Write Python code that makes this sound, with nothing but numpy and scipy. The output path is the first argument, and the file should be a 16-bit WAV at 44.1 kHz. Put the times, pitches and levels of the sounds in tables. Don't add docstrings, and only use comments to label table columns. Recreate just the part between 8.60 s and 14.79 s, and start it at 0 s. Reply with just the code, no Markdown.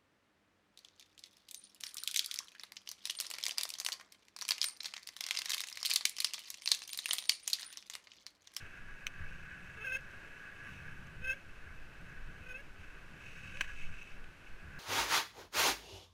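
import sys
import numpy as np
from scipy import signal
from scipy.fft import rfft, irfft, next_fast_len
from scipy.io import wavfile
from scipy.ndimage import uniform_filter1d

SR = 44100
rng = np.random.default_rng(int(sys.argv[2]) if len(sys.argv) > 2 else 0)


def inscribe(sig):
    pcm = np.round(np.clip(np.atleast_2d(sig).T, -1, 1) * 32767)
    wavfile.write(sys.argv[1], SR, pcm.astype(np.int16))


def boost_factor(decibels):
    exponent = np.asarray(decibels, float) / 20
    return 10 ** exponent


N = 272979
T = np.arange(N) / SR

# pitch_hz, width_hz, level_db
CASE_RINGS = [(505, 270, -28.5), (1167, 35, -10.5), (1527, 140, -4.5), (1658, 98, -0.5), (2244, 97, -3.5),
              (2591, 217, -0.5), (2964, 180, -11.5), (3780, 300, -25), (6010, 1160, -27.5),
              (6510, 870, -30), (7890, 120, -26), (9500, 480, -34.5), (10400, 580, -35), (13900, 1300, -40)]
# freq_hz, level_db
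CASE_WALL = [(100, -33.5), (700, -35.5), (2000, -10.5), (3500, -26.5), (5000, -31.5), (8500, -37.5),
             (12000, -67), (16000, -90)]

# centre_s, level_db
GUSTS = [(0.0, -48), (0.28, -46.5), (0.55, -46), (0.72, -45), (1.05, -62), (1.38, -52.5), (1.58, -59),
         (1.78, -52), (2.12, -56), (2.359, -47), (2.63, -46.5), (2.97, -46.5), (3.17, -45), (3.38, -49.5),
         (3.64, -44.5), (3.93, -48), (4.1, -47.5), (4.28, -51), (4.46, -48.5), (4.75, -52), (5.02, -46),
         (5.2, -40.5), (5.31, -41.5), (5.58, -42.5), (5.96, -46), (6.1, -47.5)]
# freq_hz, level_db
BUFFET_COLOUR = [(4, 5), (15, 9), (25, -4.5), (33, -6), (42, -4.5), (55, -9.5), (100, -56), (1000, -98)]
# freq_hz, level_db
DRUM_COLOUR = [(40, -23), (60, -1.5), (80, -1.5), (105, -4.5), (170, -3.5), (230, -16), (400, -31.5),
               (900, -53), (8000, -67)]
# freq_hz, level_db
AIR_COLOUR = [(120, -34.5), (200, -4), (381, -5), (870, -10.5), (1360, -6), (1520, 0.5), (1880, -8),
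              (2640, -9.5), (3460, -18.5), (14500, -36)]

# start_s, length_s, drum_db, chain_db
PUSHES = [
    (-0.1, 0.17, -57, -81),
    (0.548, 0.78, -53.5, -93),
    (2.02, 0.68, -52, -82.5),
    (3.38, 0.67, -55, -103),
    (4.725, 0.78, -58, -87),
    (6.006, 0.5, -55.5, -93),
]

# start_s, level_db, pitch_hz
BUMPS = [(0.02, -40.5, 97), (0.265, -50, 60), (0.6, -32, 83.6), (1.918, -48.5, 79), (2.67, -37, 62.7),
         (3.059, -37.5, 76.1), (3.419, -52, 94.5), (3.801, -39, 80.8), (4.184, -38.5, 81.5),
         (4.751, -50, 171.8), (5.298, -39.5, 85.8), (6.036, -37, 76.4)]
# start_s, peak_db, pitch_hz
TICKS = [
    (1.4087, -57, 6350),
    (1.513, -58, 5940),
    (2.4703, -56, 6300),
    (3.4955, -62, 6170),
    (5.4301, -54.5, 6040),
    (2.0383, -62, 8900),
    (3.4116, -61, 8380),
]

# start_s, peak_db, low_ring_db, bright_db, swell_ms
KNOCKS = [
    (0.4669, -22.5, -21, -13, 1.32),
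    (0.4736, -42, -18, -10, 2.5),
    (4.97, -40.5, -3, -22, 2.24),
    (5.008, -23, 3.5, -15.5, 1.96),
    (5.0119, -27.5, 4.5, -25, 1.94),
    (5.0428, -44.5, 6, -15, 2.5),
    (5.6407, -47, -14, -30, 1.8),
]
# pitch_hz, level_db
KNOCK_TONES = [
    [(2170, -8), (2560, -1.5), (2980, -4), (3300, -14.5), (3900, -17)],
    [(330, -21.5), (580, -26.5), (1120, -14.5), (1670, -1.5), (1910, -6.5)],
    [(5810, -1.5), (6170, 1.5), (7950, -37.5), (10100, -16), (14300, -17)],
]
# freq_hz, level_db
RATTLE_COLOUR = [(150, -17), (800, -1.5), (2500, 10.5), (5000, -3), (8000, -4.5), (12000, -17.5),
                 (16000, -14)]

# start_s, length_s, pressure_db, start_rate_hz, end_rate_hz
SLIPS = [(1.166, 0.028, -55.5, 444.7, 446), (1.207, 0.034, -48, 428.6, 444.3),
         (1.247, .02, -42, 536, 539.3), (1.258, .028, -41.5, 517, 514), (1.295, .021, -43.5, 518, 503),
         (1.323, 0.037, -38, 529, 515), (1.355, 0.015, -37.5, 534, 536), (1.375, 0.019, -53, 538.4, 530.8),
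         (2.619, 0.017, -53.5, 504, 518), (2.643, 0.019, -42.5, 514.8, 512.8),
         (2.672, 0.038, -40, 519, 520.3), (2.698, .022, -37, 523, 530), (2.72, 0.017, -42.5, 526, 537),
         (2.729, 0.019, -47, 556.4, 572), (2.76, .02, -56.5, 530, 534), (3.835, 0.011, -54, 505, 493),
         (3.864, 0.0082, -51, 506, 495.4), (3.888, 0.041, -46.5, 506.7, 502),
         (3.944, 0.032, -49, 515, 531.6), (3.963, 0.047, -49.5, 548, 560), (4.943, 0.017, -51, 502, 515),
         (4.962, 0.05, -55, 568, 580)]
# pitch_hz, width_hz, level_db
SLIP_RINGS = [(1524, 350, -3), (2622, 134, -2)]
# freq_hz, level_db
SLIP_COLOUR = [(700, 9), (1050, -21), (1300, -3), (1600, -1.5), (1900, -11), (2150, -4.5), (2600, 1),
               (3100, -7), (3700, -15.5), (4500, -30)]
# multiple, level_db
SQUEAL_PARTIALS = [(4, -4), (4.2, -6), (5, 2), (6, -36), (7, -7), (8, -4), (9, -14), (10, -11), (11, -8),
                   (12, -19)]
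# freq_hz, level_db
SCRAPE_COLOUR = [(3000, 4.5), (4500, -8), (7000, -6), (10000, -16), (12000, -15), (15600, -11),
                 (15900, -40)]

# time_s, level_db
TREAD_WEIGHT = [(0.0, -54), (0.5, -59.5), (0.62, -53), (1.0, -58), (1.45, -59), (1.69, -53), (1.97, -57),
                (2.08, -50.5), (2.85, -66), (3.08, -60), (3.3, -67.5), (3.5, -57), (4.08, -71.5),
                (4.3, -58), (4.6, -63), (5.1, -54.5), (5.8, -72), (6.19, -55)]
# entry_s, deepest_s, exit_s, depth_db
LEAF_DRIFTS = [
    (0.75, 0.977, 1.6, -82),
    (2.848, 2.995, 3, -85),
    (4.558, 4.7, 5.4, -70.5),
    (4.693, 5.053, 5.4, -64.5),
    (5.15, 5.42, 5.585, -70),
    (5.828, 5.91, 5.9, -81.5),
]
# pitch_hz, width_hz, level_db
HUB_BANDS = [(5550, 200, 0), (9480, 220, -4), (10070, 180, -5), (13400, 180, -9), (13950, 180, -9),
             (15080, 120, -12)]

# low_hz, high_hz, open_db (over the usual level of the band)
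TOP_BANDS = [(14500, 15150, -1), (15150, 17500, 6)]


def unit(x):
    return x / np.sqrt(np.mean(x ** 2))


def noise():
    return rng.standard_normal(N)


def high(x, hz):
    return signal.sosfilt(signal.butter(2, hz, "high", fs=SR, output="sos"), x)


def shape(points, hz):
    f, db = np.transpose(points)
    return boost_factor(np.interp(np.log(hz + 1), np.log(f), db))


def peaks(modes, hz):
    return np.sqrt(sum(boost_factor(db) ** 2 / (1 + (2 * (hz - f) / w) ** 2) ** 2 for f, w, db in modes))


def colour(x, gain):
    size = 2 ** 15
    cep = irfft(np.log(gain(np.fft.rfftfreq(size, 1 / SR)) + 1e-9), size)
    cep[1:size // 2] *= 2
    cep[size // 2 + 1:] = 0
    return signal.fftconvolve(x, irfft(np.exp(rfft(cep)), size))[:N]


def walk(rate):
    k = int(SR / rate)
    held = np.repeat(rng.standard_normal(N // 50), k)[:N]
    return unit(uniform_filter1d(uniform_filter1d(held, k), k))


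def rough(rate):
    return walk(rate) + 1j * walk(rate)


def crackle(rate, spread_db):
    snaps = (rng.random(N) < rate / SR) * boost_factor(spread_db * rng.exponential(size=N))
    smeared = signal.lfilter([1], [1, -np.exp(-1 / (0.0019 * SR))], snaps)
    return unit(smeared * noise())


def case_gain(hz):
    return np.hypot(peaks(CASE_RINGS, hz), shape(CASE_WALL, hz))


def pushes(column, sag_db_s, rest_db):
    attack_s, release_s = 0.044, 0.079
    power = boost_factor(rest_db) ** 2
    for row in np.array(PUSHES):
        age = T - row[0]
        gate = np.clip(np.minimum(age / attack_s, (row[1] - age) / release_s), 0, 1)
        power = power + (gate * boost_factor(row[column] - sag_db_s * np.clip(age, 0, 1))) ** 2
    return np.sqrt(power)


def wind():
    gust_s, lull_db, air_db = 0.076, -60, -59
    gust_power = sum(boost_factor(db) ** 2 * np.exp(-((T - s) / gust_s) ** 2) for s, db in GUSTS)
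    gusts = np.sqrt(boost_factor(lull_db) ** 2 + gust_power)
    buffet = unit(colour(noise(), lambda hz: shape(BUFFET_COLOUR, hz))) * gusts
    drum = unit(colour(noise(), lambda hz: shape(DRUM_COLOUR, hz))) * boost_factor(1.9 * walk(14))
    drum = drum * pushes(column=2, sag_db_s=9, rest_db=-63)
    air = unit(colour(noise(), lambda hz: shape(AIR_COLOUR, hz))) * boost_factor(air_db + 0.6 * walk(6))
    return buffet + drum + air


def bumps():
    out = np.zeros(N)
    for s, db, hz in BUMPS:
        age = np.maximum(T - s, 0)
        swell = np.exp(-age / 0.021) * (1 - np.exp(-age / 0.011))
        out += boost_factor(db - 1.0) * np.sin(2 * np.pi * hz * age) * swell
    return out


def ticks():
    out, grit = np.zeros(N), high(noise(), 5000)
    for s, db, hz in TICKS:
        age = np.maximum(T - s, 0)
        ping = np.sin(2 * np.pi * hz * age) + 0.4 * grit
        out += (T > s) * boost_factor(db) * np.exp(-age / 0.0014) * ping
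    return out


def knocks():
    tones, rattle = np.zeros(N), np.zeros(N)
    chance = rng.random((len(KNOCKS), 3, 5, 2))
    for (s, db, low_db, bright_db, ms), rows in zip(KNOCKS, chance):
        age = np.maximum(T - s, 0) * 1000 / max(ms, 0.5)
        near = (age > 0) & (age < 8)
        swell = age[near] ** 1.63 * np.exp(1 - age[near] ** 1.4)
        for group, group_db, row in zip(KNOCK_TONES, (0, low_db, bright_db), rows):
            for (hz, tone_db), (detune, turn) in zip(group, row):
                cycles = hz * (1 + 0.024 * (detune - 0.5)) * (T[near] - s) + 0.35 * turn
                tones[near] += boost_factor(db - 4.5 + tone_db + group_db) * swell * np.sin(2 * np.pi * cycles)
        rattle += boost_factor(db) * np.minimum(age * 3, 1) * (np.exp(-age / 2.12) + 0.096 * np.exp(-age / 6))
    rattle *= noise()
    cased = boost_factor(-3) * colour(rattle, case_gain)
    direct = boost_factor(-12) * colour(rattle, lambda hz: shape(RATTLE_COLOUR, hz))
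    return tones + cased + direct


def pressure():
    attack_s, release_s, overlap_s = 0.01, 0.0089, 0.008
    growth_db = 1
    s, length, db, start_hz, end_hz = np.transpose(SLIPS)
    times = np.maximum.accumulate(np.ravel([s, s + length], "F"))
    hz = np.interp(T, times, np.ravel([start_hz, end_hz], "F"))
    press = np.zeros(N)
    for t0, t1, gain in zip(s - overlap_s, s + length + overlap_s, boost_factor(db + 45)):
        growth = boost_factor(growth_db * np.clip((T - t1) / (t1 - t0), -1, 0))
        gate = np.clip(np.minimum((T - t0) / attack_s, (t1 - T) / release_s), 0, 1)
        press = np.maximum(press, gain * growth * gate)
    return hz, press


def squeal(clean):
    turn = 2 * np.pi * np.cumsum(1297 * (1 + 0.00264 * walk(60))) / SR
    partials = (boost_factor(db) * np.real((clean + rough(300)) * np.exp(1j * k * turn))
                for k, db in SQUEAL_PARTIALS)
    return unit(sum(partials))


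def mount():
    frame_db, frame_power, squeal_db, squeal_power = -60, 0.45, -66, 1.33
    off_ring_db = -7
    hz, press = pressure()
    jitter = 0.00706 * walk(450) / np.clip(press, 0.5, 2) ** 0.44
    phase = 2 * np.pi * np.cumsum(hz * (1 + 0.002 * walk(70) + jitter)) / SR
    slips = boost_factor(frame_db + 3.5) * press ** frame_power * np.cos(phase)
    for k in range(2, 9):
        ring = press * np.hypot(peaks(SLIP_RINGS, k * hz), boost_factor(off_ring_db))
        tint = shape(SLIP_COLOUR, k * hz)
        steady = 0.15 + 0.85 * tint ** 0.8
        tone = np.real((steady + 0.29 * rough(190)) * np.exp(1j * k * phase))
        slips += boost_factor(-42.5) * ring * tint * tone
    slips *= boost_factor(0.99 * walk(110))
    slips = 0.89 * slips + boost_factor(-0.5) * colour(slips, case_gain)
    scrape = unit(colour(noise(), lambda hz: shape(SCRAPE_COLOUR, hz)))
    rub = boost_factor(-1.0) * squeal(clean=1.2) + boost_factor(1.0) * scrape
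    return slips + boost_factor(squeal_db) * press ** squeal_power * rub


def chain_and_hub():
    hub = unit(colour(noise(), lambda hz: peaks(HUB_BANDS, hz)))
    return hub * boost_factor(7.5) * pushes(column=3, sag_db_s=27, rest_db=-97)


def leaves():
    thin_db = -96.5
    drifts = [boost_factor(db) * np.interp(T, sorted([t0, t1, t2]), [0, 1, 0]) for t0, t1, t2, db in LEAF_DRIFTS]
    return np.sqrt(boost_factor(thin_db) ** 2 + np.sum(np.square(drifts), axis=0))


def tyres():
    split_hz = 1950
    weight_db, depth = np.interp(T, *np.transpose(TREAD_WEIGHT)), leaves()
    leaf_gain = boost_factor(-61) * (depth * boost_factor(83.5)) ** 0.48
    upper_gain = np.hypot(boost_factor(weight_db - 6), leaf_gain)
    crisp_gain = np.hypot(boost_factor(weight_db - 39), depth)
    tread = crackle(5000, spread_db=-1.5)
    low = unit(colour(tread * boost_factor(2.0 * walk(18)),
                      lambda hz: case_gain(hz) / np.hypot(1, (hz / split_hz) ** 6)))
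    upper = unit(colour(tread * boost_factor(1.45 * walk(16)),
                        lambda hz: case_gain(hz) / np.hypot(1, (split_hz / (hz + 1)) ** 6)))
    leaf_snaps = high(crackle(4000, spread_db=1.0), 3960)
    crisp = unit(colour(leaf_snaps * boost_factor(1.5 * walk(14)), case_gain))
    return low * boost_factor(weight_db + 2.0) + upper * upper_gain + crisp * crisp_gain


def scene():
    return (wind() + bumps() + ticks() + knocks() + mount() + chain_and_hub() + tyres())[None]


def top_cut(x):
    return signal.sosfilt(signal.butter(12, 16530, fs=SR, output="sos"), x)


def record(dry):
    size = next_fast_len(N)
    spectrum, hz = rfft(dry, size), np.fft.rfftfreq(size, 1 / SR)
    kept = dry
    for low_hz, high_hz, open_db in TOP_BANDS:
        top = irfft(spectrum * (hz > low_hz) * (hz <= high_hz), size)[:, :N]
        power = uniform_filter1d(top ** 2, size=2048)
        shut = power < boost_factor(open_db) ** 2 * np.median(power)
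        kept = kept - top * uniform_filter1d(1.0 * shut, size=512)
    return top_cut(kept)


dry = scene()
out = record(dry)
inscribe(out)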